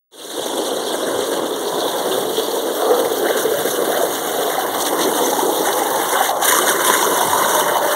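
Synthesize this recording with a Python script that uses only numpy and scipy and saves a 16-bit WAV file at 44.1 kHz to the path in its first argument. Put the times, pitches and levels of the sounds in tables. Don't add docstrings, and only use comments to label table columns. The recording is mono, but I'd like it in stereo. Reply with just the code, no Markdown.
import sys
import numpy as np
from scipy import signal
from scipy.fft import rfft, irfft, next_fast_len
from scipy.io import wavfile
from scipy.ndimage import uniform_filter1d, map_coordinates

SR = 44100
rng = np.random.default_rng(int(sys.argv[2]) if len(sys.argv) > 2 else 0)


def generate_wav(signal):
    frames = np.transpose(np.atleast_2d(signal))
    scaled = np.clip(frames, -1, 1) * 32767
    pcm = np.round(scaled).astype(np.int16)
    wavfile.write(sys.argv[1], SR, pcm)


N = 350595

# f/Hz, correlation (clipped to +-1 in use)
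CUT_CORRELATION = [(1200, 0.98), (2500, 0.2), (6000, -1.16), (15000, 0.59)]


def amp(db):
    return 10 ** (np.asarray(db) / 20)


def unit(x):
    return x / np.sqrt(np.mean(x ** 2) + 1e-20)


def capped(x):
    return 2 * np.tanh(x / 2)


def along(points, hz):
    f, values = np.transpose(points)
    return np.interp(np.log(hz + 1), np.log(f + 1), values)


def curves(rows):
    times, *columns = np.transpose(rows)
    return [np.interp(np.arange(N) / SR, times, column) for column in columns]


def wobble(rate):
    knots = rng.standard_normal(int(N * rate / SR) + 4)
    return map_coordinates(knots, [np.arange(N) * rate / SR])


def filtered(x, response):
    size = next_fast_len(x.shape[-1] + SR // 8, real=True)
    return irfft(rfft(x, size) * response(np.fft.rfftfreq(size, 1 / SR)), size)[..., :x.shape[-1]]


def highpass(x, hz, order=2):
    return signal.sosfilt(signal.butter(order, hz, "high", fs=SR, output="sos"), x)


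def decaying(kicks, decay_s):
    return signal.lfilter([1], [1, -np.exp(-1 / (decay_s * SR))], kicks)


def causal(gain):
    cepstrum = irfft(np.log(np.maximum(gain, 1e-6)))
    half = len(cepstrum) // 2
    cepstrum[1:half] *= 2
    cepstrum[half + 1:] = 0
    return np.exp(rfft(cepstrum))


def add(track, start_s, sound):
    part = track[..., round(start_s * SR):][..., :sound.shape[-1]]
    part += sound[..., :part.shape[-1]]


def turbulence(flutter_db, flutter_rate, patchy_db, frame):
    spectra = signal.stft(rng.standard_normal((2, N)), nperseg=frame)[2]
    patches = uniform_filter1d(rng.standard_normal(spectra.shape[1:]), size=5, axis=0)
    patches = uniform_filter1d(patches, size=7, axis=1)
    pair = signal.istft(spectra * amp(patchy_db * capped(unit(patches))), nperseg=frame)[1][:, :N]
    return unit(pair * amp(flutter_db * capped(wobble(flutter_rate))))


def impacts(rate, spread_db):
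    hit = rng.random(N) < rate / SR
    return unit(hit * amp(spread_db * rng.uniform(-0.65, 1, N)) * rng.standard_normal((2, N)))


def at_ports(pair, spectrum, correlation, right_db):
    def response(hz):
        angle = np.arccos(np.clip(along(correlation, hz), -1, 1)) / 2
        return causal(amp(along(spectrum, hz))) * [np.cos(angle), np.sin(angle)]

    mid, side = filtered(pair, response)
    return unit(np.array([mid + side, mid - side]) * amp([[-right_db / 2], [right_db / 2]]))


def resonance(glide, width_hz, wander=.025, throb_db=2.5):
    hz, db = curves(glide)
    push = rng.standard_normal((2, N)) * amp(throb_db * capped(wobble(70)))
    swing = filtered(push, lambda f: (1 + 2j * f / width_hz) ** -2)
    phase = 2 * np.pi * np.cumsum(hz * (1 + wander * wobble(12))) / SR
    return amp(db) * unit(swing[0] * np.cos(phase) + swing[1] * np.sin(phase))


def swells(rows, edge_s):
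    t = np.arange(N) / SR
    shape = lambda s, length: np.clip(np.minimum(t - s, s + length - t) / edge_s + .5, 0, 1)
    return sum(np.outer(levels, shape(s, length)) for s, length, *levels in rows)


def spurts(rate, size_db, decay_s):
    kicks = (rng.random(N) < rate / SR) * rng.uniform(0.72, 1, N)
    tail = decaying(kicks, decay_s)
    return size_db * capped(tail - tail.mean())


def flow_levels(jet_db=-23, stir_s=0.52, stir_db=13, gargle_db_per_s=1.12):
    # t/s, level/dB
    rasp_trend = [(.15, -40), (.6, -40.5), (1.3, -31.5), (1.55, -35), (1.9, -33.5), (2.6, -40),
                  (3.0, -35.5), (3.17, -38), (3.26, -26.5), (3.6, -31.5), (4.3, -28), (5.05, -24),
                  (5.5, -33), (6.17, -21.5), (6.35, -28.5), (6.5, -20), (7.2, -24), (7.95, -24.5)]
    # t/s, level/dB
    spray_trend = [(.5, -32), (1.5, -32), (2.3, -32.5), (2.8, -33.5), (3.4, -33.5), (4.0, -27.5),
                   (4.7, -30.5), (5.1, -24.5), (6.3, -26), (6.45, -21.5), (6.85, -23), (7.25, -21.5),
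                   (7.58, -21.5), (7.7, -29.5)]
    # t/s, level/dB
    churn_trend = [(.55, -22.5), (.85, -21), (1.05, -23), (1.3, -20), (1.9, -22), (2.15, -23.5), (2.7, -23),
                   (3.05, -23.5), (3.2, -18.5), (3.9, -22.5), (4.25, -24), (4.62, -28), (4.85, -23),
                   (5.1, -21), (5.5, -22), (5.8, -23.5), (6.35, -28.5), (6.6, -22.5), (7.1, -22),
                   (7.35, -27), (7.55, -23), (7.9, -29)]
    # t/s, length/s, loss/dB
    chokes = [(1.40, 0.21, 2.5), (2.58, 0.1, 2), (4.63, 0.11, 3), (4.90, 0.077, 3), (6.315, 0.103, 8.5),
              (6.73, 0.073, 2.5), (7.79, 0.03, 3.5)]
    # t/s, length/s, spray gain/dB, rasp gain/dB
    splashes = [(.93, 0.035, 5, 6), (1.66, .22, 0.5, -4), (3.37, 0.072, 10, 2), (3.68, .05, 3, -2),
                (3.92, .07, -3, 4.5), (4.78, 0.14, 1.5, -3.5), (5.66, 0.088, 1, 4.5), (6.42, 0.08, 3, 1),
                (6.52, .07, 2.5, -0.5), (6.84, 0.19, 4, 1), (7.41, 0.046, -2.5, 3)]
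    # t/s, length/s, churn gain/dB, gargle gain/dB
    heaves = [(1.73, 0.34, -1, 5), (2.12, 0.052, 8.5, 3), (2.76, 0.087, -1, 10.5), (2.88, 0.2, 4.5, 6.5),
              (3.85, 0.14, 4.5, 4), (4.45, 0.16, 3.5, 3.5)]
    (rasp,), (spray,), (churn,) = curves(rasp_trend), curves(spray_trend), curves(churn_trend)
    choke, = swells(chokes, edge_s=0.009)
    splash, scrape = swells(splashes, edge_s=0.009)
    deep_heave, shallow_heave = swells(heaves, edge_s=0.2)
    sputter = spurts(rate=40, size_db=4.0, decay_s=0.015)
    t = np.arange(N) / SR
    still = stir_db * np.clip(1 - t / stir_s, 0, 1)
    gargle = -34 + gargle_db_per_s * t
    return (jet_db - choke + 0.13 * sputter,
            rasp + scrape - choke + sputter,
            spray + splash - choke + sputter,
            churn - still + deep_heave + 1.2 * capped(wobble(13)),
            gargle - still / 2 + shallow_heave + 1.0 * capped(wobble(11)))


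def jet(hiss_db, mist_from_s=1.1, mist_full_s=4):
    # f/Hz, level/dB
    spectrum = [(1000, -35), (2400, -8.5), (3300, 2), (4200, -2.5), (5200, -4), (6200, -8), (7700, -2.5),
                (8800, -6), (10000, 4), (11200, -6.5), (13000, -1.5), (15500, -2)]
    # f/Hz, correlation
    clear_correlation = [(3500, 0.58), (5300, -0.2), (8500, -0.3), (10000, -0.69), (13000, -1.05),
                         (15000, -0.89)]
    # f/Hz, correlation
    mist_correlation = [(3500, -0.084), (6000, -0.083), (10000, -0.5), (15000, 0.084)]
    flow = lambda: turbulence(flutter_db=1.5, flutter_rate=200, patchy_db=4.0, frame=256)
    clear = at_ports(flow(), spectrum, clear_correlation, right_db=1.5)
    misty = at_ports(flow(), spectrum, mist_correlation, right_db=1.5)
    mist = np.interp(np.arange(N) / SR, [mist_from_s, mist_full_s], [0, 1])
    tremble_db = 1.4 * wobble(14) + 0.24 * capped(wobble(49))
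    return amp(hiss_db + tremble_db) * (np.sqrt(1 - mist) * clear + np.sqrt(mist) * misty)


def cut(rasp_db, spray_db):
    # f/Hz, level/dB
    rasp_spectrum = [(600, -34), (1100, 2.5), (1330, -1.5), (1600, 1.5), (2100, 5), (2500, -18.5),
                     (3000, 5.5), (4000, -42), (8000, -11)]
    # f/Hz, level/dB
    spray_spectrum = [(150, -36), (1000, -2), (2400, -21), (3400, 0.5), (4700, -5.5), (5600, 1.5),
                      (6400, 2), (7400, 4), (9000, -4), (11000, 2.5), (13000, -3), (15500, -12)]
    # f/Hz, correlation
    spray_correlation = [(3500, -0.2), (5000, -0.53), (6300, 0.092), (9000, -0.22), (15000, -0.094)]
    surge = amp(0.22 * capped(wobble(45)) + 1.4 * capped(wobble(220)))
    tearing = turbulence(flutter_db=3.0, flutter_rate=730, patchy_db=4, frame=512)
    tearing += amp(-20) * impacts(rate=56, spread_db=12)
    drops = turbulence(flutter_db=1.0, flutter_rate=780, patchy_db=3.5, frame=256)
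    drops += amp(-11) * impacts(rate=450, spread_db=-1)
    rasp = unit(surge * at_ports(tearing, rasp_spectrum, CUT_CORRELATION, right_db=19))
    spray = unit(surge * at_ports(drops, spray_spectrum, spray_correlation, right_db=7))
    return amp(rasp_db) * rasp + amp(spray_db) * spray


def crackle(spray_db, crack_db=-9, rate=45, decay_s=0.00077, spread_db=-3.0):
    # f/Hz, level/dB
    spectrum = [(120, -57), (500, -39), (1200, 1), (3200, -0.5), (6500, -10), (10000, 17), (15000, -24)]
    kicks = (rng.random(N) < rate / SR) * amp(spread_db * rng.uniform(-1.1, 1, N))
    bursts = decaying(kicks, decay_s) * rng.standard_normal((2, N))
    return amp(spray_db + crack_db) * at_ports(bursts, spectrum, CUT_CORRELATION, right_db=5)


def whistles(spray_db):
    # f/Hz, width/Hz, level/dB against the spray
    pitches = [(3720, 160, -19), (6370, 100, -26), (9150, 560, -13.5)]
    return amp(spray_db) * sum(resonance([(0, hz, db)], width, wander=.01) for hz, width, db in pitches)


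def pump(hum_hz=101, hum_db=-17):
    # f/Hz, level/dB
    spectrum = [(25, -5), (40, -9), (75, -8), (100, 2), (160, 5), (220, -1), (400, -1), (1000, -28),
                (3000, -60)]
    # f/Hz, correlation
    correlation = [(50, -0.4), (100, -0.35), (250, -0.26)]
    # t/s, level/dB
    trend = [(.4, -46), (.85, -40.5), (1.5, -45), (2.2, -40.5), (2.8, -46), (3.4, -41), (4.1, -42.5),
             (4.7, -44), (5.4, -42), (6.0, -39), (6.4, -48), (6.9, -40), (7.55, -39), (7.9, -43)]
    noise = turbulence(flutter_db=3.5, flutter_rate=13, patchy_db=7.0, frame=2048)
    rumble = at_ports(noise, spectrum, correlation, right_db=-2.5)
    phase = 2 * np.pi * np.cumsum(hum_hz * (1 + 0.031 * wobble(25))) / SR
    hum = amp(hum_db + 1.4 * wobble(13)) * (np.sin(phase) + amp(-7) * np.sin(2 * phase))
    level_db, = curves(trend)
    return amp(level_db) * (rumble + hum)


def tank(churn_db, gargle_db):
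    # f/Hz, level/dB
    churn_spectrum = [(100, -51.5), (200, -20.5), (280, -4.5), (400, 3), (520, 1.5), (700, -8.5),
                      (1000, -16.5), (2000, -28), (4000, -77)]
    # f/Hz, level/dB
    gargle_spectrum = [(250, -39), (450, -6.5), (590, 4.5), (700, 5), (830, 0), (1000, -7), (1130, -4),
                       (1320, -7.5), (1520, -13.5), (2000, -19.5), (4000, -71)]
    # f/Hz, correlation
    correlation = [(200, 0.8), (500, 0.94), (1000, 0.77), (2500, 0.23)]
    deep = turbulence(flutter_db=2.5, flutter_rate=45, patchy_db=1.5, frame=1024)
    deep += amp(-6.5) * impacts(rate=70, spread_db=-2)
    shallow = turbulence(flutter_db=0.5, flutter_rate=120, patchy_db=5.0, frame=1024)
    shallow += amp(-8) * impacts(rate=130, spread_db=2)
    churn = amp(churn_db) * at_ports(deep, churn_spectrum, correlation, right_db=2.5)
    gargle = amp(gargle_db) * at_ports(shallow, gargle_spectrum, correlation, right_db=1.5)
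    return churn + gargle


def hollows(churn_db, gargle_db, rasp_db, low_cut_hz=165, edge_hz=2250, edge_db=-11):
    # t/s, f/Hz, level/dB against the churn
    boom = [(.5, 190.6, -26), (2.2, 184.6, -17.5), (2.7, 186.5, -34.5), (3.6, 169.3, -20.5),
            (5.2, 200, -16.5), (6.0, 190.6, -17.5), (6.6, 187, -17), (7.5, 176, -9.5), (7.95, 180.5, -15)]
    deep_hollow = [(.5, 275, -15), (1.4, 275, -14.5), (2.6, 239.3, -24), (4.4, 260, -22.5),
                   (5.0, 305, -6.5), (5.5, 320, -11.5), (6.0, 320, -18), (6.7, 375, -5.5),
                   (7.4, 380, -10.5)]
    low_hollow = [(.4, 421, -15), (2.5, 450, -9), (2.86, 450, -4.5), (2.92, 465, 5), (3.0, 480, 2),
                  (3.08, 440, -6), (3.25, 425, -7), (3.55, 470, -3), (4.0, 470, -9), (4.7, 480, -8),
                  (5.2, 500, -8), (6.0, 520, -7), (7.0, 560, -11), (7.5, 590, -3), (7.95, 580, 6.5)]
    # t/s, f/Hz, level/dB against the gargle
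    mid_hollow = [(2.5, 717, -16), (4, 691.2, 0), (4.6, 758, -2.5), (5.0, 866, -1.5), (5.35, 863, 1.5),
                  (5.6, 821.5, 0.5), (5.9, 878, 0.5), (6.2, 810, 4), (6.38, 763, 0.5), (6.5, 1010, -2),
                  (6.75, 996, 0), (7.0, 975, 2), (7.35, 959, 0.5), (7.6, 944, 2.5), (7.8, 889, 2),
                  (7.95, 880, -3)]
    upper_hollow = [(.3, 980, -9.5), (1.1, 983, -3.5), (2.5, 988, -8), (4.3, 1000, -17), (4.65, 1009, -4.5),
                    (5.0, 1021, -4.5), (5.6, 1018, -7), (6.15, 1041, -2.5), (6.6, 1095, -12),
                    (7.95, 1100, -6.5)]
    # t/s, f/Hz, level/dB against the rasp
    high_hollow = [(2.8, 1575, -7), (3.3, 1600, -4.5), (4.5, 1550, -12.5), (5.0, 1510, -16.5),
                   (6.15, 1610, -10), (6.6, 1620, -9.5), (7.0, 1530, -10.5), (7.5, 1490, -9),
                   (7.95, 1520, -13)]
    low = resonance(boom, width_hz=132)
    low += resonance(deep_hollow, width_hz=84)
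    low += resonance(low_hollow, width_hz=71)
    middle = resonance(mid_hollow, width_hz=200, wander=0.02)
    middle += resonance(upper_hollow, width_hz=180, wander=0.01204)
    high = resonance(high_hollow, width_hz=255, wander=0.015)
    ringing = amp(churn_db) * low + amp(gargle_db) * middle + amp(rasp_db) * high
    slot_edge = amp(rasp_db) * resonance([(0, edge_hz, edge_db)], width_hz=2500)
    wide_edge = slot_edge * np.array([[-1], [1]])
    return highpass(ringing, low_cut_hz, order=3) + wide_edge


def glugs(low_cut_hz=230, attack_cycles=0.93, snap_s=0.0015, snap_hz=5000):
    # t/s, level/dB, f/Hz, snap/dB against the ring, ring length/cycles
    pockets = [(.59, -13, 552, -24, 15), (1.376, -9.5, 418, -11, 8.5), (2.11, -9, 373, -24, 10),
               (2.17, -10.5, 505, -27, 11), (2.381, -10, 445, -24, 19), (2.789, -8, 423, -24, 11),
               (2.82, -11, 708, -9, 31), (2.892, -4.5, 454, -24, 14), (2.924, -11.5, 472, -24, 24),
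               (3.227, -3, 392, -20, 8), (3.451, -2, 438, -24, 6.7), (3.517, -5, 410, -17, 8.8),
               (3.541, -8, 560, -24, 17), (3.952, -9, 567, -14, 5), (4.01, -11, 667, -20, 22),
               (4.031, -7, 497, -24, 12), (4.383, -7.5, 488, -22, 10), (4.475, -8.5, 680, -22, 12),
               (4.58, -8, 750, -20, 17), (5.077, -5, 335, -16, 5), (5.207, -6, 477, -24, 11),
               (5.331, -3, 830, -19, 5.7), (5.392, -7.5, 845, -7, 8), (5.426, -6, 359, -20, 9),
               (5.687, -9, 392, -7, 6), (5.819, -7.5, 773, -26, 7.8), (5.96, -11, 840, -4, 8.9),
               (6.136, -11, 531, -24, 16), (6.208, -5.5, 757, -19, 11), (6.424, -7, 770, -17, 9.7),
               (6.523, -12, 990, -18, 50), (6.587, -5, 1125, -1, 9), (6.69, -6, 923, -2.5, 6.7),
               (6.9, 0.5, 970, -9, 5.1), (7.027, -4, 935, -11, 9.1), (7.067, -12, 387, -14, 12),
               (7.212, -4.5, 938, -17, 6), (7.331, -7.5, 966, -21, 15), (7.42, -10, 890, -14, 11.4),
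               (7.447, -6, 1494, -14, 7), (7.576, -8, 603, -24, 16), (7.599, -9.5, 980, -19, 12),
               (7.769, -5, 935, -8, 9)]
    out, t = np.zeros(N), np.arange(SR // 8) / SR
    snap_lowpass = signal.butter(1, snap_hz, fs=SR)
    for start_s, db, hz, snap_db, cycles in pockets:
        age = t * hz / cycles
        phase = 2 * np.pi * hz * t * (1 + 0.016 * np.minimum(age, 1))
        attack = 1 - np.exp(-t * hz / attack_cycles)
        ring = np.sin(phase) * amp(-19 * age) * attack
        snap = unit(signal.lfilter(*snap_lowpass, rng.standard_normal(len(t)))) * np.exp(-t / snap_s)
        add(out, start_s, amp(db) * (ring + amp(snap_db) * snap))
    return highpass(out, low_cut_hz)


def spits(ragged_db=3.5):
    # t/s, length/s, level/dB, f/Hz, width/Hz
    bursts = [(1.659, 0.045, -26.5, 4430, 1200), (1.784, 0.045, -27, 4000, 990),
              (1.876, 0.031, -24, 3480, 900), (2.105, 0.047, -25, 3050, 407),
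              (2.346, 0.067, -23, 3300, 450), (2.407, 0.072, -28.5, 4640, 500),
              (2.507, 0.017, -27, 4570, 400), (3.045, 0.018, -24, 2000, 600),
              (4.796, 0.039, -21, 6510, 5000), (4.842, 0.042, -22, 3720, 2950),
              (4.997, 0.062, -21, 3690, 1200), (5.001, 0.068, -26.5, 6100, 350),
              (5.237, 0.033, -21.5, 6270, 503), (5.726, 0.011, -19, 3820, 1206),
              (6.287, 0.013, -23, 3000, 1506), (6.424, 0.024, -20.5, 3120, 1880),
              (6.686, 0.019, -21, 9180, 594), (6.866, 0.026, -19.5, 3070, 704),
              (7.02, 0.031, -22, 3075, 600), (7.031, 0.029, -20, 6300, 500)]
    out = np.zeros((2, N))
    for start_s, length_s, db, centre, width in bursts:
        ring = lambda hz: 1j * hz * width / (centre ** 2 - hz ** 2 + 1j * hz * width)
        burst = unit(filtered(rng.standard_normal((2, SR // 8)), ring))[:, :int(length_s * SR)]
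        add(out, start_s, amp(db) * burst * signal.windows.tukey(burst.shape[1], .5))
    ragged = unit(amp(ragged_db * capped(wobble(300))))
    return out * ragged * amp([[-1.5], [1.5]])


def scene():
    hiss_db, rasp_db, spray_db, churn_db, gargle_db = flow_levels()
    above = jet(hiss_db) + cut(rasp_db, spray_db) + crackle(spray_db) + whistles(spray_db) + spits()
    below = tank(churn_db, gargle_db) + hollows(churn_db, gargle_db, rasp_db) + glugs()
    return above + below + pump()


def record(dry, widen_hz=1200, port_delay_s=.0004, right_db=-0.46, bass_hz=62, top_hz=15700,
           silent_s=.11, fade_s=0.32):
    # f/Hz, share
    shares = [(1200, 1), (5300, 1), (7200, 0.44), (10000, 1), (12500, 0.36), (15000, 0.63)]
    leak = lambda hz: along(shares, hz) * np.minimum(hz / widen_hz, 1) ** 2
    opposite = filtered(dry[::-1], lambda hz: leak(hz) * np.exp(-2j * np.pi * hz * port_delay_s))
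    wide = filtered(dry - opposite, lambda hz: 1 / np.sqrt(1 + leak(hz) ** 2))
    balanced = wide * amp([[-right_db / 2], [right_db / 2]])
    lean = highpass(balanced, bass_hz)
    fade_in = np.clip((np.arange(N) / SR - silent_s) / fade_s, 0, 1) ** 0.88
    return filtered(np.clip(lean, -1, 1) * fade_in, lambda hz: hz < top_hz)


dry = scene()
out = record(dry)
generate_wav(out)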